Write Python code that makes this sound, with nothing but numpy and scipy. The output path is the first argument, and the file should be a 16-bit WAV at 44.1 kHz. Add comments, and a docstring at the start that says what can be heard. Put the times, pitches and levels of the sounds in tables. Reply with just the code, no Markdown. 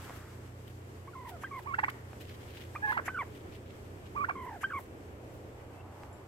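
"""Two turkeys gobble together in a snowy outdoor pen, one straight ahead and one off to the side.
The one ahead yelps, squeaks and whines; the other drawls into a rattle of chirps and low croaks.
Their notes are gliding sine tones with overtones; shaped noise adds hisses of air and rustling feet and feathers.
Small things tick as quickly fading swings, a distant motor hums in steady low tones,
and filtered noise makes the open air and a few far-off washes."""
import sys
import numpy as np
from scipy import signal
from scipy.fft import rfft, irfft, next_fast_len
from scipy.io import wavfile
from scipy.ndimage import uniform_filter1d

SR = 44100
rng = np.random.default_rng(int(sys.argv[2]) if len(sys.argv) > 2 else 0)


def bounce(signal):
    """Save signal as a 16-bit WAV file at the path given by the first command-line argument."""
    frames = np.transpose(np.atleast_2d(signal))
    limited = np.clip(frames, -1, 1)
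    pcm = np.round(limited * 32767).astype(np.int16)
    wavfile.write(sys.argv[1], SR, pcm)


N = 276815
TIME = np.arange(N) / SR  # seconds

# yelps of the bird ahead: start_s, length_s, start_hz, rise_s, break_after_s, held_hz,
# rising_db, held_db, rising_brightness_db, held_second_harmonic_db
YELPS = [(1.072, .026, 796, 0.0057, 0.0083, 1110, -51.5, -46, -17, -15),
         (1.433, .031, 630, 0.0037, 0.01, 1588, -40, -37.5, -12.5, -19),
         (2.749, 0.026, 744, .007, .011, 1207, -43, -33, -10.5, -7.5),
         (3.077, 0.047, 584, 0.0075, .016, 1520, -36.5, -43.5, -5.5, -21),
         (4.63, 0.033, 620, 0.00413, .011, 1570, -34.5, -28.5, -11.5, -15.5)]
YELP_BREAK_HZ, YELP_ATTACK_S, YELP_RELEASE_S = 1230, 0.0026, 0.016
# falling whines of the bird ahead: start_s, length_s, pitch_hz, sag_octaves, warble_hz, warble_octaves,
# level_db, fade_db, second_harmonic_db, fall_per_further_overtone_db
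WHINES = [(1.15, 0.1, 1046, .13, 41, .04, -45.5, 8, -14.5, 8),
          (1.245, 0.071, 999, 0.28, 45.7, .1, -47, 3.5, -9.5, 9),
          (1.313, 0.069, 726, 0.27, 42.3, .035, -51, 0.5, -9, 14),
          (1.509, 0.098, 1110, 0.19, 41.2, 0.049, -44.5, -2, -9.5, 8),
          (2.87, 0.065, 1078, 0.11, 29.8, .02, -49, -4, -7, 10),
          (3.186, .051, 1134, 0.33, 27.4, 0.057, -34.5, 4, -3.5, 5.5),
          (4.351, 0.12, 1055, 0.15, 45, 0.056, -44, 3, -11.5, -1),
          (4.462, .049, 990, 0.078, 46, 0.095, -43.5, 1, -9, 3),
          (4.505, 0.08, 863, 0.28, 47.4, .11, -45.5, 3, -10, 7),
          (4.732, 0.069, 1118, 0.084, 42, 0.054, -37, 3, -7.5, 10)]
WHINE_CREST_TURNS, WHINE_WARBLE_DB, WHINE_SAG_POWER = 0.37, 1, 2
WHINE_ATTACK_S, WHINE_RELEASE_S, COLLAPSE_S, COLLAPSE_OCTAVES = 0.0042, 0.016, 0.021, 1.09
BLOOM_DB, BLOOM_S = 8, 0.014  # overtones of a whine start this much weaker and grow over about this time
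# thin squeaks of the bird ahead: start_s, length_s, from_hz, to_hz, level_db
SQUEAKS = [(1.131, 0.019, 1460, 1240, -52.5), (1.456, 0.027, 2100, 1690, -55.5),
           (3.112, 0.033, 1540, 1480, -53.5), (3.142, 0.034, 1536, 1255, -39),
           (3.172, 0.016, 1504, 1280, -35.5), (4.347, .011, 1230, 1120, -51),
           (4.665, 0.018, 1910, 1830, -63), (4.689, .012, 1500, 1850, -52), (4.698, 0.0203, 1770, 990, -43),
           (4.716, 0.016, 1590, 1170, -39)]
SQUEAK_SECOND_DB, GLIDE_EDGE_S, GLIDE_POWER = -23.5, 0.0042, 1.68
# drawn-out notes of the side bird: start_s, length_s, pitch_hz, scoop_octaves, warble_hz, warble_octaves,
# warble_db, level_db, swell_db, second_harmonic_db
DRAWLS = [(1.656, 0.081, 1109, 0.37, 18.5, 0.047, -1, -43, 1, -12.5),
          (2.82, 0.096, 840, 0, 19, 0.028, 4, -43.5, 3, 7.5),
          (2.924, 0.049, 957, 0, 48, 0.062, 1, -44, -2.5, 0),
          (4.148, .095, 1146, 0.417, 22.9, 0.062, 2.5, -39, 3.5, -14.5),
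          (4.3, 0.017, 1140, 0, 48, 0.011, 1, -37, -3, -5)]
DRAWL_CREST_TURNS, SCOOP_S, DRAWL_ATTACK_S, DRAWL_RELEASE_S = 0.54, 0.0197, 0.0088, 0.0039
# rattle of the side bird, one upward chirp a row: leap_s, lead_in_s, low_hz, high_hz,
# before_db, after_db, brightness_db
CHIRPS = [(1.747, 0.012, 1336, 2150, -28.5, -42, -10), (1.7945, .013, 832, 2140, -31, -30.5, -6.5),
          (1.8423, .013, 803, 2270, -29.5, -29.5, -8), (1.8885, 0.0092, 1000, 2230, -29, -37.5, -6),
          (2.9247, 0.0085, 883, 1560, -35, -32, -21), (2.9765, .009, 812, 1680, -31.5, -32, -16),
          (4.2492, .009, 1340, 1930, -24.5, -42, -18), (4.2941, 0.011, 910, 1625, -32, -30.5, -16)]
CHIRP_LEAP_S, CHIRP_TAIL_S, CHIRP_RELEASE_S = 0.0037, 0.0099, 0.0056
CHIRP_ATTACK_SHARE, CHIRP_BLOOM_DB = 0.56, 11  # share of the lead-in spent swelling; overtone growth over it
# low croaks of the side bird: start_s, length_s, from_hz, to_hz, level_db, second_harmonic_db
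CROAKS = [(2.979, 0.0239, 742, 450, -45.5, 7.5), (4.294, .013, 733, 740, -38.5, 0.5)]
# one faint far-off peep: start_s, length_s, from_hz, to_hz, level_db
PEEP = (5.745, .075, 2624, 2708, -70)
FALL_DB, DRAWL_FALL_DB, CHIRP_FALL_DB = 7, 13.5, 7.5  # fall per overtone: yelps and glides, drawls, chirps
EDGE_DB = 16  # every note rises from and dies to this far below its body

# throat resonances that colour the overtones: pitch_hz, gain_db
THROAT = [(1000, -2.5), (1700, 9), (2300, -0.5), (2650, -3), (3150, -9.5), (3600, -20), (4600, -33),
          (6000, -43), (9000, -54)]
# colour of the rough breath at a leap in pitch: pitch_hz, gain_db
RASP_COLOUR = [(400, -23), (900, -12), (1700, 8), (2700, -1), (3100, -30), (3900, -20), (4500, -12),
               (5200, -28), (9000, -32)]
RUSH_DB, SIDE_RUSH_DB = -17, -14  # that breath against the tone at a full leap: ahead, to the side
FRONT_ECHO_DB, SIDE_ECHO_DB = -17, -13  # scatter near each bird against its direct sound
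# rush of air before a sharp note: peak_s, length_s, level_db
PUFFS = [(1.426, 0.023, -54), (3.067, 0.02, -44), (4.623, 0.02, -49)]
# colour of that rush: pitch_hz, gain_db
PUFF_COLOUR = [(800, -14), (1700, 4.5), (2800, -3.5), (4200, -16), (7000, -8), (9000, -16.5), (11500, -4),
               (13500, -19), (16000, -28)]

# scuffs of feet and feathers on snow: peak_s, length_s, crunch_db, swish_db
SCUFFS = [(0.058, 0.28, -63.5, -63), (0.68, 0.043, -60, -62.5), (1.292, 0.057, -62, -60),
          (1.61, 0.066, -64.5, -65), (1.901, 0.0069, -52, -53), (2.217, 0.028, -58, -61),
          (2.301, 0.079, -56, -65), (2.419, 0.034, -56.5, -65), (2.57, 0.12, -54, -61),
          (2.922, 0.077, -55, -59), (3.233, 0.055, -63, -62), (3.352, 0.062, -59, -65),
          (3.55, 0.14, -61.5, -72), (3.72, .06, -62, -76), (3.854, 0.023, -62, -69),
          (4.07, .06, -64.5, -81), (4.452, 0.033, -78, -61.5), (4.803, .08, -69, -59),
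          (5.357, 0.054, -73, -66)]
# colour of the snow crunch: pitch_hz, gain_db
CRUNCH_COLOUR = [(500, -36), (1500, 5.5), (3200, 9), (5000, -1), (8000, -14), (16000, -44)]
# colour of the feather swish: pitch_hz, gain_db
SWISH_COLOUR = [(3000, -23), (7000, -9), (10000, -5), (12500, 0.5), (16000, -4.5)]
# small dry ticks: start_s, level_db, centre_hz, rattle_fade_by_60_db_s
TICKS = [(0.0963, -39.5, 890, 0.028), (0.1061, -44.5, 800, 0.027), (.476, -60, 4000, 0.02),
         (2.132, -44.5, 1153, 0.014), (4.858, -55, 2460, .025), (6.035, -45.5, 1400, 0.016)]
# one faint metallic tink: pitch_hz, level_db, fade_by_60_db_s
TINK_S, TINK_MODES = 6.128, [(7370, -64, .15), (10080, -64.5, 0.14)]

# motor tones, before the slow waver and overall level: pitch_hz, level_db, waver_depth_db
HUM = [(58.5, -64, 2), (86.2, -68, 0.5), (91.1, -53, 2), (119.7, -54.5, 1.76), (155.9, -65.5, 1.5),
       (199, -67, 2), (360, -62, 6)]
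# overall rise and fall of the hum: time_s, gain_db
HUM_LEVEL = [(0, 3), (.5, 4), (1.3, 0), (2, 2.5), (3.2, -0.5), (4.1, 2), (4.6, -3.5), (5.4, 0), (6.28, -3)]
# open air spectrum: pitch_hz, relative_level_db
AIR = [(20, -15.5), (45, -21.5), (75, 0.5), (140, -13.5), (300, -6), (420, -6.5), (650, -13.5), (1200, -19),
       (3000, -28.5), (4000, -35), (6500, -38.5), (8100, -37), (9000, -41), (10200, -42), (12300, -36),
       (15700, -48.5)]
AIR_DB = -51  # before the three ranges get their own levels
# how alike the air is at left and right: pitch_hz, correlation (1 same, 0 unrelated, -1 opposite)
AIR_LIKENESS = [(60, 1), (130, 0.87), (290, 0.94), (640, 0.25), (1400, -0.41), (3000, -0.073),
                (15000, 0.026)]
# level of the air's rumble: time_s, gain_db
RUMBLE_LEVEL = [(0, -3.5), (1, -2), (3.4, 2), (5.5, 2.4), (5.8, -0.8)]
# level of the air's treble: time_s, gain_db
TREBLE_LEVEL = [(0, 12), (.5, 3), (1.2, 3), (2.6, 7), (3.4, 2.5), (4.3, 3), (5.8, 1)]
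MIDDLE_SHARE, MIDDLE_DB = 0.37, -2.2  # the middle range follows the treble by this share
# far-off washes of noise: peak_s, length_s, centre_hz, level_db
WASHES = [(0.04, 0.5, 1260, -57), (5.29, 0.75, 450, -55.5), (5.98, 0.56, 763, -56.5)]
# treble and bass colour of the two microphone ports: pitch_hz, left_db, right_db
PORTS = [(103, 0.5, 2), (400, 0.36, 0.5), (1250, 0.5, 2), (2120, 4, 1.5), (3770, 1, -1.5), (8260, 1, 3.5),
         (9950, 0, 0.5), (12500, 2.5, -11.5), (14800, -0.5, -5.5)]
TOP_HZ = 15750  # sound above this is cut


def undb(db):
    """Turn decibels into a plain multiplier."""
    return 10 ** (np.asarray(db) / 20)


def on_log_axis(hz, points):
    """Read a curve of (Hz, value) points at any frequency, evenly spaced by octave."""
    f, value = np.transpose(points)
    return np.interp(np.log(np.maximum(hz, 1)), np.log(f), value)


def over_time(points):
    """Join (seconds, value) points with straight lines over the whole scene."""
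    return np.interp(TIME, *np.transpose(points))


def colour(x, points):
    """Make each frequency louder or softer by a (Hz, dB) curve."""
    n = x.shape[-1]
    return irfft(rfft(x) * undb(on_log_axis(np.fft.rfftfreq(n, 1 / SR), points)), n)


def noise(points, channels=2):
    """Coloured noise with an average strength (rms) of 1, unrelated in each channel."""
    white = rng.standard_normal((channels, next_fast_len(N, True)))
    x = colour(white, points)[:, :N]
    return x / x.std()


def walk(rate):
    """Smooth random wandering with a spread near 1, taking about rate new values a second."""
    k = max(int(SR / rate), 2)
    steps = np.repeat(rng.standard_normal(N // k + 1), k)
    return 1.047 * uniform_filter1d(steps, k)[:N]


def swell(s, length):
    """A bell-shaped rise and fall around its peak."""
    return np.exp(-2 * ((TIME - s) / length) ** 2)


def turkeys():
    """Both birds and a far peep sing through the same voice model; noise rushes before the sharp notes."""
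    front_notes = [yelp(*row) for row in YELPS]
    front_notes += [whine(*row) for row in WHINES]
    front_notes += [glide(*row) for row in SQUEAKS]
    side_notes = [drawl(*row) for row in DRAWLS]
    side_notes += [chirp(*row) for row in CHIRPS]
    side_notes += [glide(*row) for row in CROAKS]
    front = syrinx(front_notes, jitter=0.0091, shimmer_db=0.5, rasp_db=-14.5, husk_db=-28,
                   rush_db=RUSH_DB, fade_s=0.00311)
    side = syrinx(side_notes, jitter=0.013, shimmer_db=1.6, rasp_db=-11.0, husk_db=-23,
                  rush_db=SIDE_RUSH_DB, fade_s=0.00304)
    far = syrinx([glide(*PEEP)], jitter=0.017, shimmer_db=6.0, rasp_db=-20, husk_db=-10,
                 rush_db=RUSH_DB, fade_s=0.0043)
    front = place(undb(2.5) * front, lag_ms=0.045, right_db=2.0,
                  echo_db=FRONT_ECHO_DB, echo_t60=0.11, tail_db=-20.5, tail_t60=0.34)
    side = place(undb(3.0) * side, lag_ms=0.25, right_db=5.5,
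                 echo_db=SIDE_ECHO_DB, echo_t60=0.074, tail_db=-20.5, tail_t60=0.99)
    return front + side + far + puffs()


def syrinx(notes, jitter, shimmer_db, rasp_db, husk_db, rush_db, fade_s):
    """A membrane tone with throat-coloured overtones; always a little husky, harsh where the pitch leaps."""
    out = np.zeros(N)
    waver, flutter, grit = walk(500), walk(300), walk(1100)
    rush = noise(RASP_COLOUR, channels=1)[0]
    for s, pitch, level, second, fall_db in notes:
        first, last = int((s[0] - fade_s / 2) * SR), int((s[-1] + fade_s / 2) * SR)
        i = np.arange(first, last)
        # a short average rounds off sudden steps
        hz, db, second_db = (uniform_filter1d(np.interp(TIME[i], s, curve), size=66)
                             for curve in (pitch, level, second))
        octaves_per_s = np.abs(np.gradient(np.log2(hz))) * SR
        leap = np.clip(octaves_per_s / 90, 0, 1)
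        phase = 2 * np.pi * np.cumsum(hz * (1 + jitter * waver[i])) / SR
        tone = np.sin(phase)
        for k in range(2, 8):
            # higher overtones follow the second one, falling away through the throat's resonances
            throat_db = on_log_axis(k * hz, THROAT) - on_log_axis(2 * hz, THROAT)
            overtone_db = second_db + throat_db - fall_db * (k - 2)
            tone += undb(overtone_db) * np.sin(k * phase)
        tone += undb(rush_db) * leap * rush[i]
        edge = np.clip(np.minimum(i - i[0], i[-1] - i) / SR / fade_s, 0, 1)
        roughness = undb(husk_db) + undb(rasp_db) * leap
        loudness = undb(db + shimmer_db * flutter[i])
        out[i] += tone * edge * loudness * (1 + roughness * grit[i])
    return out


def yelp(s, length, start_hz, rise_s, break_s, held_hz, rise_db, held_db, bright_db, held_second_db):
    """The pitch shoots up, then breaks to a held note that dies away."""
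    age = TIME[TIME < length]
    rising = age < break_s
    top_hz = min(held_hz, YELP_BREAK_HZ)
    rising_hz = top_hz + (start_hz - top_hz) * np.exp(-(age / rise_s) ** 2)
    hz = np.where(rising, rising_hz, held_hz)
    db = np.where(rising, rise_db, held_db) + edges(age, YELP_ATTACK_S, YELP_RELEASE_S)
    second_db = np.where(rising, bright_db + throat_lift(hz), held_second_db)
    return s + age, hz, db, second_db, FALL_DB


def whine(s, length, hz, sag, warble_hz, depth, db, fade_db, second_db, fall_db):
    """A warbling note, lifted in level on each crest, that sags and finally collapses in pitch."""
    age = TIME[TIME < length]
    warble = np.cos(2 * np.pi * (warble_hz * age - WHINE_CREST_TURNS))
    collapse = np.maximum(1 - (length - age) / COLLAPSE_S, 0) ** 2
    sagging = sag * (age / length) ** WHINE_SAG_POWER
    octaves = depth * warble - sagging - COLLAPSE_OCTAVES * collapse
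    level = db - fade_db * age / length + WHINE_WARBLE_DB * warble
    level += edges(age, WHINE_ATTACK_S, WHINE_RELEASE_S)
    blooming_db = second_db - BLOOM_DB * np.exp(-age / BLOOM_S)
    return s + age, hz * 2 ** octaves, level, blooming_db, fall_db


def glide(s, length, from_hz, to_hz, db, second_db=SQUEAK_SECOND_DB):
    """A squeak, croak or peep: one short slide in pitch that gathers speed."""
    age = TIME[TIME < length]
    hz = from_hz * (to_hz / from_hz) ** ((age / length) ** GLIDE_POWER)
    level = db + edges(age, GLIDE_EDGE_S, GLIDE_EDGE_S)
    return s + age, hz, level, np.full(len(age), second_db), FALL_DB


def drawl(s, length, hz, scoop, warble_hz, depth, warble_db, db, swell_db, second_db):
    """A warbling note that may scoop up to its pitch, and swells or fades along the way."""
    age = TIME[TIME < length]
    warble = np.cos(2 * np.pi * (warble_hz * age - DRAWL_CREST_TURNS))
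    octaves = depth * warble - scoop * np.maximum(1 - age / SCOOP_S, 0)
    level = db + swell_db * age / length + warble_db * warble
    level += edges(age, DRAWL_ATTACK_S, DRAWL_RELEASE_S)
    return s + age, hz * 2 ** octaves, level, np.full(len(age), second_db), DRAWL_FALL_DB


def chirp(s, lead_s, low_hz, high_hz, low_db, high_db, bright_db):
    """One beat of the rattle: a low note swells, brightens and flips into the high register."""
    age = TIME[TIME < lead_s + CHIRP_TAIL_S]
    flip = (1 + np.tanh((age - lead_s) / CHIRP_LEAP_S)) / 2  # from 0 (low) to 1 (high)
    hz = low_hz * (high_hz / low_hz) ** flip
    db = low_db + (high_db - low_db) * flip + edges(age, CHIRP_ATTACK_SHARE * lead_s, CHIRP_RELEASE_S)
    bloom_db = CHIRP_BLOOM_DB * np.maximum(1 - age / lead_s, 0)
    second_db = bright_db + throat_lift(hz) - bloom_db
    return s - lead_s + age, hz, db, second_db, CHIRP_FALL_DB


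def edges(age, attack_s, release_s):
    """How far a note lies below its body as it starts and ends, in dB."""
    attack = np.maximum(1 - age / attack_s, 0)
    release = np.maximum(1 - (age[-1] - age) / release_s, 0)
    return -EDGE_DB * (attack + release)


def throat_lift(hz):
    """How much the throat favours the second harmonic over the base pitch, in dB."""
    return on_log_axis(2 * hz, THROAT) - on_log_axis(hz, THROAT)


def puffs():
    """Air rushes out just before a sharp note: coloured noise in short swells."""
    level = sum(undb(db) * swell(s, length) for s, length, db in PUFFS)
    return noise(PUFF_COLOUR) * level


def place(x, lag_ms, right_db, echo_db, echo_t60, tail_db, tail_t60):
    """Direct sound reaches the right port late; posts and ground scatter it briefly, the yard a little longer."""
    t = TIME[:SR // 2]
    # each t60 is the time in seconds to fade by 60 dB
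    echo = undb(echo_db - 60 * t / echo_t60) / np.sqrt(echo_t60)
    tail = undb(tail_db - 60 * t / tail_t60) / np.sqrt(tail_t60)
    decay = (echo + tail) * (t > 0.003)  # scatter starts after 3 ms
    scatter = rng.standard_normal((2, len(t))) * decay * np.sqrt(np.log(10 ** 6) / SR)
    left = x * undb(-right_db / 2)
    right = np.interp(TIME - lag_ms / 1000, TIME, x) * undb(right_db / 2)
    return np.array([left, right]) + signal.fftconvolve(x[None], scatter, axes=1)[:, :N]


def scuffs(grain_db=3.0, patchy_db=4.0):
    """Crunch of snow that gives way in small uneven bursts, with the thin swish of feathers above it."""
    crunch = sum(undb(db) * swell(s, length) for s, length, db, _ in SCUFFS)
    swish = sum(undb(db) * swell(s, length) for s, length, _, db in SCUFFS)
    unevenness = undb(grain_db * walk(600) + patchy_db * walk(70) - 2.5)
    return (crunch * noise(CRUNCH_COLOUR) + swish * noise(SWISH_COLOUR)) * unevenness


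def ticks(rattle_db=-7, damping=2.2):
    """Knocks: one heavily damped swing and a short rattle; then one thin ring of metal."""
    out = np.zeros(N)
    for s, db, hz, t60 in TICKS:
        age = np.maximum(TIME - s, 0)
        swing = 4 * np.sin(2 * np.pi * hz * age) * np.exp(-damping * hz * age)
        rattle_colour = [(hz / 6, -18), (hz, 0), (hz * 1.9, -4), (hz * 8, -40)]
        rattle = noise(rattle_colour, channels=1)[0] * (age > 0)
        out += undb(db) * (swing + rattle * undb(rattle_db - 60 * age / t60))
    age = np.maximum(TIME - TINK_S, 0)
    for hz, db, t60 in TINK_MODES:
        out += undb(db - 60 * age / t60) * np.sin(2 * np.pi * hz * age)
    return out


def hum(drift_hz=0.55, waver_hz=9.0):
    """Low motor tones that waver in pitch and level and beat against each other."""
    out = np.zeros(N)
    for hz, db, depth in HUM:
        level = undb(db + depth * (walk(waver_hz) - 1.67))
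        phase = 2 * np.pi * np.cumsum(hz + drift_hz * walk(6)) / SR
        out += level * np.sqrt(2) * np.sin(phase)
    return out * undb(over_time(HUM_LEVEL))


def air(flicker_db=1.45):
    """Outdoor rumble and hiss: alike at both ports in the bass, diffuse above; three ranges flicker apart."""
    n = next_fast_len(N, True)
    hz = np.fft.rfftfreq(n, 1 / SR)
    likeness = np.clip(on_log_axis(hz, AIR_LIKENESS), -0.99, 0.99)
    mid, side = rfft(rng.standard_normal((2, n))) * undb(on_log_axis(hz, AIR))
    # the side part has opposite signs at left and right
    both = mid * np.sqrt(1 + likeness) + side * np.sqrt(1 - likeness) * np.array([[1], [-1]])
    both *= undb(AIR_DB) / irfft(both, n).std()
    low = on_log_axis(hz, [(450, 0.74), (800, 0.012)])
    treble = on_log_axis(hz, [(2500, 0.05), (5000, 0.73)])
    middle = 1 - low - treble
    rumble_db, treble_db = over_time(RUMBLE_LEVEL), over_time(TREBLE_LEVEL)
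    middle_db = MIDDLE_DB + MIDDLE_SHARE * treble_db
    ranges = [(low, rumble_db), (middle, middle_db), (treble, treble_db)]
    return sum(irfft(both * share, n)[:, :N] * undb(db + flicker_db * walk(14)) for share, db in ranges)


def washes():
    """Soft distant noise that swells and fades in one broad band."""
    out = np.zeros((1, N))
    for s, length, hz, db in WASHES:
        band = [(hz / 3, -24), (hz * 0.73, -2), (hz, 0), (hz * 1.46, -5), (hz * 4, -36), (hz * 10, -70)]
        out += noise(band, channels=1) * undb(db) * swell(s, length)
    return out


def scene():
    """The pen: birds, scuffs, ticks, motor, air and washes together."""
    return turkeys() + scuffs() + ticks() + hum() + air() + washes()


def record(dry):
    """Each port adds its own colour; the top is cut steeply."""
    left = colour(dry[0], [(hz, left_db) for hz, left_db, _ in PORTS])
    right = colour(dry[1], [(hz, right_db) for hz, _, right_db in PORTS])
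    steep_cut = signal.ellip(10, 0.2, 70, TOP_HZ, fs=SR, output="sos")
    return signal.sosfilt(steep_cut, np.array([left, right]))


dry = scene()
out = record(dry)
bounce(out)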